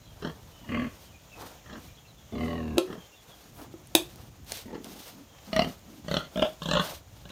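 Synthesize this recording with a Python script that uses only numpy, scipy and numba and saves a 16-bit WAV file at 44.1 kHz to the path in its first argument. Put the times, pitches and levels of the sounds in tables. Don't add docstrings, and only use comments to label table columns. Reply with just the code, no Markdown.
import sys
import numpy as np
from scipy import signal
from scipy.fft import rfft, irfft
from scipy.io import wavfile
from scipy.ndimage import uniform_filter1d
from numba import njit

SR = 44100
rng = np.random.default_rng(int(sys.argv[2]) if len(sys.argv) > 2 else 0)


def magnitude_from_level(level_db):
    exponent = np.asarray(level_db, float) / 20
    return 10 ** exponent


def wav_record(signal):
    frames = np.transpose(np.atleast_2d(signal))
    bounded = np.clip(frames, -1, 1)
    quanta = np.round(bounded * 32767).astype(np.int16)
    wavfile.write(sys.argv[1], SR, quanta)


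N = 322371


def rms_one(x):
    return x / np.sqrt(np.mean(x ** 2) + 1e-20)


def filtered(x, order, hz, kind="low"):
    return signal.sosfilt(signal.butter(order, hz, kind, fs=SR, output="sos"), x)


def coloured_noise(spectrum):
    hz, level_db = np.transpose(spectrum)
    grid = np.linspace(1, SR / 2, 1025)
    log_level = np.interp(np.log(grid), np.log(hz), level_db) * np.log(10) / 20
    cepstrum = irfft(log_level)
    cepstrum[1:1024] *= 2
    cepstrum[1025:] = 0
    colour = irfft(np.exp(rfft(cepstrum)))
    return rms_one(signal.fftconvolve(rng.standard_normal(N), colour)[:N])


def drift(rate_hz):
    knots = rng.standard_normal(int(N / SR * 60) + 2)
    smooth = signal.lfilter([1], [1, -np.exp(-2 * np.pi * rate_hz / 60)], knots)
    return rms_one(np.interp(np.arange(N) / SR * 60, np.arange(len(knots)), smooth))


def dying(clicks, t60):
    return signal.lfilter([1], [1, -magnitude_from_level(-60 / (t60 * SR))], clicks + 1e-18)


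def swells(rows, t, squareness):
    s, rise, fall = np.transpose(rows)[:3, :, None]
    edge_db = 29
    return -edge_db * np.abs((t - s) / np.where(t < s, rise, fall)) ** squareness


@njit
def resonate(x, turn, r):
    y = np.zeros(len(x))
    for i in range(2, len(x)):
        y[i] = (1 - r * r) / 2 * (x[i] - x[i - 2]) + 2 * r * np.cos(turn[i]) * y[i - 1] - r * r * y[i - 2]
    return y


# pitch_hz, level_db (per Hz)
LEAF_COLOUR = [(59, -37), (100, 2), (150, -12), (266, -22), (389, -3), (595, 1.5), (950, -5.5), (1450, -8),
               (3400, -6.5), (4870, -17.5), (5190, -10.5), (6990, -5), (10500, -53), (14400, -11),
               (16000, -25)]
# time_s, level_db
WIND_STRENGTH = [(0.0, -52), (.4, -50), (1.2, -56), (2.2, -54), (3.0, -61), (3.4, -62), (3.7, -54),
                 (4.2, -52), (4.7, -57.5), (5.3, -60), (5.9, -55), (7.31, -55)]
# peak_s, rise_s, fall_s, level_db
FAR_PIGS = [
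    (.64, 0.036, 0.08, -51.5),
    (1.45, 0.14, 0.087, -53.5),
    (1.75, 0.1, 0.21, -53.5),
    (3.6, 0.23, 0.27, -55.5),
    (4.1, 0.23, 0.6, -64),
    (4.93, 0.18, 0.094, -49),
    (5.18, 0.1, 0.11, -53),
    (5.93, 0.13, 0.18, -50.5),
]


def outdoors(t):
    leaves = magnitude_from_level(-60.5 + 1.3 * drift(0.56)) * coloured_noise(LEAF_COLOUR)
    wind_s, wind_db = np.transpose(WIND_STRENGTH)
    rumble_db = np.minimum(np.interp(t, wind_s, wind_db), -49)
    rumble = rms_one(filtered(rng.standard_normal(N), 2, [40, 140], "band"))
    rumble = rumble * magnitude_from_level(rumble_db + 2.4 * drift(4.2))
    peaks = magnitude_from_level(np.array(FAR_PIGS)[:, 3])
    far_gain = np.interp(t, t[::64], peaks @ magnitude_from_level(swells(FAR_PIGS, t[::64], 2)))
    murmur = rms_one(filtered(rng.standard_normal(N), 2, [170, 320], "band"))
    murmur = murmur * (far_gain + magnitude_from_level(-68)) * magnitude_from_level(2.4 * drift(9.8))
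    return leaves + rumble + murmur


# start_s, length_s, start_hz, end_hz, level_db
BIRD_CHIRPS = [(0, 0.1, 4150, 4000, -75), (0.05, 0.081, 3400, 3190, -72.5), (.51, 0.14, 3050, 2994, -73),
               (.63, 0.25, 2900, 2780, -67), (1.065, 0.066, 3250, 2950, -73),
               (2.07, 0.049, 4300, 3900, -69), (1.12, 0.06, 2620, 2400, -69.5),
               (1.308, 0.083, 2750, 2500, -65.5), (1.88, 0.04, 2450, 2350, -72),
               (1.946, 0.03, 4080, 4020, -74), (1.965, 0.035, 3370, 3290, -64),
               (2.048, 0.03, 2680, 2700, -69), (2.168, 0.083, 3600, 3250, -72),
               (2.314, 0.081, 3600, 3380, -69), (2.468, 0.068, 3600, 3370, -75),
               (2.97, 0.11, 3300, 3126, -68.5), (3.118, 0.036, 2800, 2750, -68.5),
               (3.143, 0.08, 3730, 3340, -69.5), (3.29, 0.059, 3700, 3300, -65),
               (3.43, 0.021, 4420, 4350, -69), (5.27, 0.17, 3300, 3110, -74)]
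# start_s, length_s, start_hz, end_hz, level_db
NOSE_WHINES = [
    (.635, 0.034, 960, 950, -65),
    (.64, 0.046, 1960, 1700, -71),
    (6.187, 0.037, 1400, 1380, -49.5),
    (2.322, 0.038, 650, 680, -56),
]


def whistles():
    out = np.zeros(N)
    husk = rms_one(signal.lfilter([1], [1, -.985], rng.standard_normal(N)))
    for s, length, start_hz, end_hz, level_db in BIRD_CHIRPS + NOSE_WHINES:
        u = np.linspace(0, 1, round(length * SR))
        hz = end_hz + (start_hz - end_hz) * (1 - u) ** 2
        hz = hz + 40 * np.sin(2 * np.pi * 90 * u * length)
        swell = np.sqrt(np.sin(np.pi * u) + 1e-9)
        whistle = swell * np.sin(2 * np.pi * np.cumsum(hz) / SR)
        out[round(max(s, 0) * SR):][:len(u)] += magnitude_from_level(level_db + 5.5) * whistle
    return out * magnitude_from_level(5.5) * (1 + 0.65 * husk)


# peak_s, rise_s, fall_s, level_db
STRAW_SCUFFS = [
    (3.595, .08, 0.078, -55),
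    (6.36, .05, .1, -62),
    (5.05, .1, .1, -60),
]


def straw(t):
    gain = magnitude_from_level(np.array(STRAW_SCUFFS)[:, 3]) @ magnitude_from_level(swells(STRAW_SCUFFS, t, 3))
    return gain * rms_one(filtered(rng.standard_normal(N), 2, 10000, "high"))


# start_s, peak_db, pitch_hz
SMACKS = [(0.4304, -55, 2950), (3.4411, -53, 4400), (3.8165, -56, 14500), (3.872, -43.5, 8840),
          (4.1587, -44, 6300), (4.446, -50, 13200), (4.4965, -41, 4510), (4.572, -34, 3190),
          (4.8442, -33.5, 3400), (5.0805, -40, 6800), (5.564, -31, 3160), (4.52, -25, 2900),
          (3.617, -48, 1200), (5.793, -52, 3100), (6.373, -36, 3500)]
# start_s, peak_db, pitch_hz, t60_s
WET_PUFFS = [
    (5.382, -44, 2500, .06),
    (5.463, -48, 4300, .05),
    (5.5, -52, 4500, .04),
    (6.63, -35.5, 3900, .04),
    (7.29, -42, 2100, .05),
]


def smacks_and_puffs():
    out, t = np.zeros(N), np.arange(600) / SR
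    for s, peak_db, hz in SMACKS:
        noise = rng.standard_normal(600) * magnitude_from_level(-60 * t / 0.008)
        tick = resonate(noise, 2 * np.pi * hz / SR + 0 * t, 0.57)
        out[round(s * SR):][:600] += magnitude_from_level(peak_db + 5.5) * tick / np.abs(tick).max()
    for s, peak_db, hz, t60 in WET_PUFFS:
        noise = rng.standard_normal(600) * magnitude_from_level(-60 * t / t60) * np.hanning(600) ** .3
        puff = resonate(noise, 2 * np.pi * hz / SR + 0 * t, 0.92)
        out[round(s * SR):][:600] += magnitude_from_level(peak_db) * puff / np.abs(puff).max()
    return out


# start_s, crack_db, wood_db, wood_pitch_hz, upper_modes_db
PLANK_BLOWS = [
    (2.7719, -37, -24.5, 383, -15),
    (2.7804, -8, -14, 355.7, -0.5),
    (3.616, -44, -46, 280, 3),
    (3.7393, -64, -37, 341.4, -5),
    (3.9504, 3.5, -15, 336.5, -10.5),
    (4.5192, -19.5, -55, 430, -29),
]
# pitch_ratio, level_db, t60_s
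PLANK_MODES = [(1.04, -6, 0.33), (0.974, 11, 0.089), (0.53, -22, 0.045), (1.56, -13, 0.027),
               (1.48, 1, 0.14), (2.28, -7, 0.052), (3, -12.5, 0.13), (3.7, -1, 0.042)]
# pitch_hz, level_db (per Hz)
CRACK_COLOUR = [(350, -61), (600, 6.5), (1450, -23), (1970, -6.5), (3700, 2), (5160, -11.5), (6360, -4.5),
                (7730, -10), (12800, -11.5), (15100, -7), (16200, -18), (16900, -67)]
# pitch_hz, level_db (per Hz)
RATTLE_COLOUR = [(300, -19), (700, -6.5), (2000, -4), (3500, -1.5), (6000, -6), (10000, 0.5), (15000, -4.5),
                 (16900, -58)]


def knocks():
    wood, t = np.zeros(N), np.arange(SR // 2) / SR
    cracks = np.zeros((2, N))
    onset = np.minimum(t / 0.00062, 1)
    for s, crack_db, wood_db, wood_hz, upper_db in PLANK_BLOWS:
        at = round(s * SR)
        fleshy_blow = int(crack_db - wood_db < 12)
        cracks[fleshy_blow, at] = magnitude_from_level(crack_db)
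        for ratio, level_db, t60 in PLANK_MODES:
            upper = t60 > .04 and ratio > 1.2
            mode_db = wood_db + level_db + upper_db * upper - 8 - 60 * t / t60
            wood[at:at + len(t)] += magnitude_from_level(mode_db) * np.sin(2 * np.pi * wood_hz * ratio * t) * onset
    wood = filtered(wood, 2, 220, "high")
    burst = signal.fftconvolve(cracks, np.hanning(round(0.0042 * SR))[None])[:, :N]
    tail = magnitude_from_level(-11.5) * dying(cracks, t60=0.035) + magnitude_from_level(-21.5) * dying(cracks, t60=0.18)
    hard, fleshy = (magnitude_from_level(-7.5) * burst * coloured_noise(CRACK_COLOUR)
                    + magnitude_from_level(-12) * tail * coloured_noise(RATTLE_COLOUR))
    return wood + hard + filtered(fleshy, 2, 10500)


# peak_s, rise_s, fall_s, hiss_db, puff_db
SOFT_SNIFFS = [(.256, 0.22, 1, -69.5, -65.5), (1.04, 0.23, 0.065, -62, -66), (1.82, 0.1, 0.13, -63, -64),
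               (2.42, 0.094, 0.23, -64.5, -66), (2.92, 0.35, 0.19, -71, -57),
               (4.859, 0.03, 0.076, -55, -49.5), (5.2, .06, 0.11, -69, -68), (5.68, 0.34, 0.13, -56.5, -51),
               (5.95, 0.1, 0.085, -66, -69), (6.15, 0.12, 0.13, -57, -54), (6.41, 0.14, 0.22, -59, -51.5),
               (6.7, 0.17, 0.15, -60, -64), (7.18, 0.043, 0.091, -67, -65)]
# peak_s, rise_s, fall_s, hiss_db, puff_db
SNORTS = [
    (1.44, 0.11, 0.16, -58, -49.5),
    (3.36, 0.17, 0.21, -67, -65),
    (3.614, 0.069, .07, -65, -54),
    (4.15, 0.29, 0.19, -64.5, -63),
    (4.55, 0.093, 0.12, -49.5, -53.5),
    (5.05, 0.21, .12, -55, -57),
    (6.88, 0.11, 0.13, -48.5, -46),
]
# pitch_hz, level_db (per Hz)
HISS_COLOUR = [(880, -38), (1500, -7.5), (2210, -5.5), (3350, -1.5), (6560, -5), (7610, -10.5), (8570, -7),
               (10600, -11.5), (14900, -5.5), (16000, -29)]
# pitch_hz, level_db (per Hz)
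PUFF_COLOUR = [(180, -55), (300, 1.5), (404, -4), (441, 1), (764, 1), (1390, -5), (3000, -26), (3900, -37),
               (6600, -120)]


def sniffs(t):
    rows = np.array(SOFT_SNIFFS + SNORTS)
    coarse_t = t[::64]
    shape = magnitude_from_level(np.vstack([swells(SOFT_SNIFFS, coarse_t, 2), swells(SNORTS, coarse_t, 3.5)]))
    hiss_gain = np.interp(t, coarse_t, magnitude_from_level(rows[:, 3]) @ shape) + magnitude_from_level(-69.5)
    puff_gain = np.interp(t, coarse_t, magnitude_from_level(rows[:, 4]) @ shape) + magnitude_from_level(-65.5)
    hiss = coloured_noise(HISS_COLOUR) * hiss_gain * magnitude_from_level(3.5 + 1.73 * drift(46))
    return hiss + coloured_noise(PUFF_COLOUR) * puff_gain * magnitude_from_level(2.2 * drift(45))


def pen(x):
    lag = np.arange(SR // 4) / SR
    scatter = rng.standard_normal(len(lag)) * magnitude_from_level(-60 * lag / .2) * (lag > .004)
    scatter = signal.lfilter([.5], [1, -.5], scatter)
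    return x + magnitude_from_level(-12) * signal.fftconvolve(x, scatter / np.linalg.norm(scatter))[:N]


LEAD_S, TAIL_S = .07, .12


def clap_times(start, gaps, first_ms, settled_ms):
    k = np.arange(gaps)
    gap_ms = settled_ms + (first_ms - settled_ms) * .6 ** k + .25 * k
    return start + np.append(0, np.cumsum(gap_ms)) / 1000


def effort_db(t, times, effort):
    peak, chest_db, snout_db, swell, fade = effort
    before = swell * np.maximum(peak - t, 0)
    after = fade * np.maximum(t - peak, 0)
    ends = 302 * np.maximum(times[0] - t, 0) + 23 * np.maximum(t - times[-1], 0)
    ends = ends + 30 * np.clip(1 - (times[-1] + TAIL_S - t) / .015, 0, 1)
    return chest_db - 0.74 * before - 0.46 * after - ends, snout_db - before - after - ends


def vocal_folds(t, times, claps, rasp, voiced):
    slap_noise, air_noise = rng.standard_normal((2, len(t)))
    slap = rms_one(dying(claps, t60=0.023) * slap_noise)
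    air = rms_one((dying(claps, t60=.06) + .25) * air_noise)
    beat = uniform_filter1d(np.interp(t, times, np.arange(len(times))), SR // 40)
    beat = beat + np.interp(t, times, rng.normal(0, .025, len(times)))
    hum = np.zeros(len(t))
    for k in range(1, 20):
        hum += (1 - 0.63 * (k % 2)) * np.sin(2 * np.pi * (k * beat + rng.random()))
    hum = hum * np.sqrt(2 * np.mean(np.diff(times))) * (t > times[0])
    pulses = rms_one(claps)
    chest = (1 - voiced) * pulses + 0.53 * voiced * hum + 1.34 * rasp * (1 - voiced) * air
    snout = (1 - rasp) * (0.46 * pulses + slap) * (1 - .5 * voiced) + rasp * air + 0.21 * voiced * hum
    return chest, snout


# pitch_hz, width_hz, level_db
BIG_PIG_THROATS = [
    [(195, 59, 0), (449.7, 58, -4.5), (913, 76, -11.5), (1680, 120, -7.5), (2790, 98, -20),
     (3300, 120, -14), (4100, 66, -20), (4400, 60, -22), (1910, 270, -14.5), (5420, 360, -24),
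     (640, 150, -8), (1280, 250, -11)],
    [(80, 23, 1), (236, 33, 11), (656, 140, -13.5), (1136, 73, -6.5), (2100, 45, -13.5), (2840, 61, -12.5),
     (3250, 23, -18.5), (4150, 45, -34), (4470, 39, -27), (1620, 590, -17), (2500, 500, -16),
     (480, 120, -10)],
    [(80.6, 25, 1.5), (222.7, 30, 8), (420, 95, -4.5), (579, 19, -1.5), (730, 49, -7), (1095, 82, -6.5),
     (1880, 60, -8.5), (2885, 110, -12.5), (3960, 90, -24), (4550, 90, -26), (2400, 900, -27),
     (3500, 200, -31)],
    [(208, 41, 6), (378, 124, 1), (513, 130, -6), (874, 56, -5), (1850, 230, -18)],
]
# pitch_hz, width_hz, level_db
YOUNG_PIG_THROATS = [
    [(200, 28, -2), (686, 26, 9), (1273, 89, -6.5), (2020, 175, -8), (3020, 71, -5), (3700, 33, -16),
     (3900, 57, -18), (4530, 99, -10.5), (6050, 180, -21.5)],
    [(169, 44, 0), (576, 69, 2), (1470, 280, -7.5), (1970, 53, -5.5), (3050, 350, -9), (3540, 100, -5),
     (4150, 350, -9), (4570, 99, -12.5), (5860, 190, -20)],
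    [(194, 27, -4), (620, 30, 12), (1400, 41, -8.5), (1610, 26, -7.5), (2450, 47, -13), (2800, 240, -12),
     (3580, 106, -3.5), (5250, 79, -23)],
    [(175, 25, 0), (583, 40, 14), (1112, 190, 5), (1650, 41, 8), (1780, 25, -4), (2860, 190, 2),
     (3560, 85, 5.5), (4000, 170, -2.5), (4020, 33, 7.5), (7160, 700, -11), (9100, 570, -17)],
    [(179, 28, 0), (594, 35, 15), (1120, 150, 8.5), (1500, 140, 5.5), (1907, 60, 2.5), (2900, 130, 4.5),
     (3600, 220, 3), (4300, 180, 0.5), (7140, 580, -15.5)],
]
# pitch_hz, width_hz
SIDE_CAVITIES = [
    [],
    [(3900, 400)],
    [(1450, 230)],
    [],
    [(3850, 190)],
    [(2330, 310), (5000, 400)],
    [(1950, 250), (4400, 430)],
    [(2100, 450), (4850, 300)],
    [(2250, 310), (4950, 300)],
]


def throat(t, claps, sources, shape, rise, voiced, mouth_hz):
    chest_top_hz = 450
    chest_source, snout_source = sources
    chest, snout = np.zeros((2, len(t)))
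    opening = dying(claps, t60=0.028)
    stretch = rise * np.tanh(2.4 * np.linspace(-1, 1, len(t))) / 2
    for k, (hz, width, level_db) in enumerate((BIG_PIG_THROATS + YOUNG_PIG_THROATS)[shape]):
        wobble = np.interp(t, np.linspace(t[0], t[-1], 12), rng.normal(0, 0.039, 12))
        wobble = wobble * (hz > chest_top_hz) * (1 - voiced)
        mouth_share = 0.25 + .8 * np.exp(-(np.log(hz / mouth_hz) / .4) ** 2)
        dip = (0.035 + 0.067 * (hz > 3200)) * (1 - voiced) * opening
        glide = 1 + stretch * mouth_share + wobble - dip
        source, part = (chest_source, chest) if hz < chest_top_hz else (snout_source, snout)
        r = np.exp(-np.pi * max(width, 20, 0.037 * hz) / SR)
        part += (-1) ** k * magnitude_from_level(level_db) * resonate(source, 2 * np.pi * hz * glide / SR, r)
    snout = filtered(snout, 4, 8500)
    for hz, width in SIDE_CAVITIES[shape]:
        turn = 2 * np.pi * hz * (1 + stretch / 2) / SR
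        snout = snout - .9 * resonate(snout, turn, np.exp(-np.pi * width / SR))
    return rms_one(filtered(chest, 2, 1500)), rms_one(snout)


def grunt(beat, effort, manner):
    shape, rasp, rise, voiced, mouth_hz = manner
    rasp, voiced = np.clip([rasp, voiced], 0, 1)
    times = clap_times(*beat)
    first = round((times[0] - LEAD_S) * SR)
    last = min(round((times[-1] + TAIL_S) * SR), N)
    t = np.arange(first, last) / SR
    claps = np.zeros(len(t))
    claps[(times * SR).astype(int) - first] = magnitude_from_level(rng.normal(0, .7, len(times)))
    sources = vocal_folds(t, times, claps, rasp, voiced)
    chest, snout = throat(t, claps, sources, round(shape), rise, voiced, mouth_hz)
    belly = rms_one(resonate(claps, 2 * np.pi * 58 / SR + 0 * t, np.exp(-np.pi * 30 / SR)))
    chest_db, snout_db = effort_db(t, times, effort)
    snout_db = snout_db - 27 * voiced ** 4 * (t < times[1] - .002)
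    out = np.zeros(N)
    out[first:last] = magnitude_from_level(chest_db) * (chest + magnitude_from_level(-12) * (1 - voiced) * belly) + magnitude_from_level(snout_db) * snout
    return out


# first_clap_s, gaps (count), first_gap_ms, settled_gap_ms
GRUNT_BEATS = [(.224, 3, 24, 23.5), (.690, 7, 28.5, 22.5), (1.659, 4, 37, 22), (2.322, 17, 31, 22.3),
               (2.876, 4, 25.5, 25), (4.657, 6, 24, 23.5), (4.845, 7, 22, 21.5), (5.472, 1, 29, 29),
               (5.530, 4, 33, 23.3), (6.082, 3, 31, 22.8), (6.358, 2, 16.5, 23), (6.4215, 1, 3, 3),
               (6.619, 4, 38, 17), (7.254, 1, 48, 48), (6.752, 2, 17, 40), (4.745, 1, 5, 5),
               (5.648, 2, 24, 24), (6.047, 1, 16, 16), (6.446, 1, 4, 4)]
# peak_s, chest_db, snout_db, swell_db_per_s, fade_db_per_s
GRUNT_EFFORT = [(0.253, -37, -39.5, 120, 239), (.75, -30.5, -35, 121, 92), (1.736, -48, -45.5, 143, 230),
                (2.42, -31, -40, 67, 23), (2.922, -40.5, -46.5, 184, 256), (4.745, -39, -46, 136, 252),
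                (4.86, -51, -58, 43, 82), (5.5, -48.5, -76, 100, 30), (5.584, -27, -21, 288, 308),
                (6.15, -33, -30, 168, 51), (6.397, -33.5, -32, 218, 400), (6.422, -36, -26.5, 98, 250),
                (6.716, -32.5, -30, 147, 62), (7.3, -48.5, -50, 153, 30), (6.78, -34, -28, 33, 65),
                (4.748, -60, -51, 200, 400), (5.655, -37.5, -43, 300, 200), (6.05, -50.5, -67, 300, 298),
                (6.449, -48, -33.5, 300, 150)]
# throat (number), rasp (0-1), resonance_rise (share), steady_voicing (0-1),
# most_moving_hz
GRUNT_MANNER = [(0, 0.71, 0.17, 0.53, 1800), (1, 1, -0.069, 0.55, 950), (0, 1, -0.07, 0.06, 1000),
                (2, 0.6, -0.28, 0.77, 1740), (0, 0.6, -0.31, 0.33, 900), (3, 0.94, -0.27, 0.14, 510),
                (3, 0, 0.099, 0, 600), (4, 0, .01, 0.94, 700), (4, 0.27, 0.13, 0.12, 700),
                (5, 0.38, -0.16, 0.08, 830), (6, 0.15, -0.033, 0.25, 700), (6, 0.42, 0.078, 0.07, 640),
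                (7, 0.4, 0.08, 0, 1100), (7, 0.26, -0.026, 0.2, 1000), (8, 0.57, .15, 0.23, 1300),
                (0, 0.74, -0.098, 0.2, 1300), (4, .5, -0.11, 0.62, 700), (5, 0.2, .02, 0.3, 600),
                (6, 0.72, 0.038, .05, 700)]


def grunts():
    return sum(grunt(*row) for row in zip(GRUNT_BEATS, GRUNT_EFFORT, GRUNT_MANNER))


def scene():
    t = np.arange(N) / SR
    inside_pen = pen(magnitude_from_level(-1.5) * grunts() + whistles() + knocks())
    return (inside_pen + smacks_and_puffs() + sniffs(t) + outdoors(t) + straw(t))[None]


def low_pass(x):
    return signal.sosfilt(signal.butter(12, 17060, fs=SR, output="sos"), x)


def record(dry):
    rounded = .85 * np.tanh(dry / .85)
    mix = signal.sosfilt(signal.cheby2(10, 60, 17600, fs=SR, output="sos"), rounded)
    mix = filtered(mix, 2, 36, "high")
    hiss = signal.sosfilt(signal.cheby2(10, 50, 16400, fs=SR, output="sos"), rng.standard_normal(N))
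    return low_pass(mix + magnitude_from_level(-70) * hiss)


dry = scene()
out = record(dry)
wav_record(out)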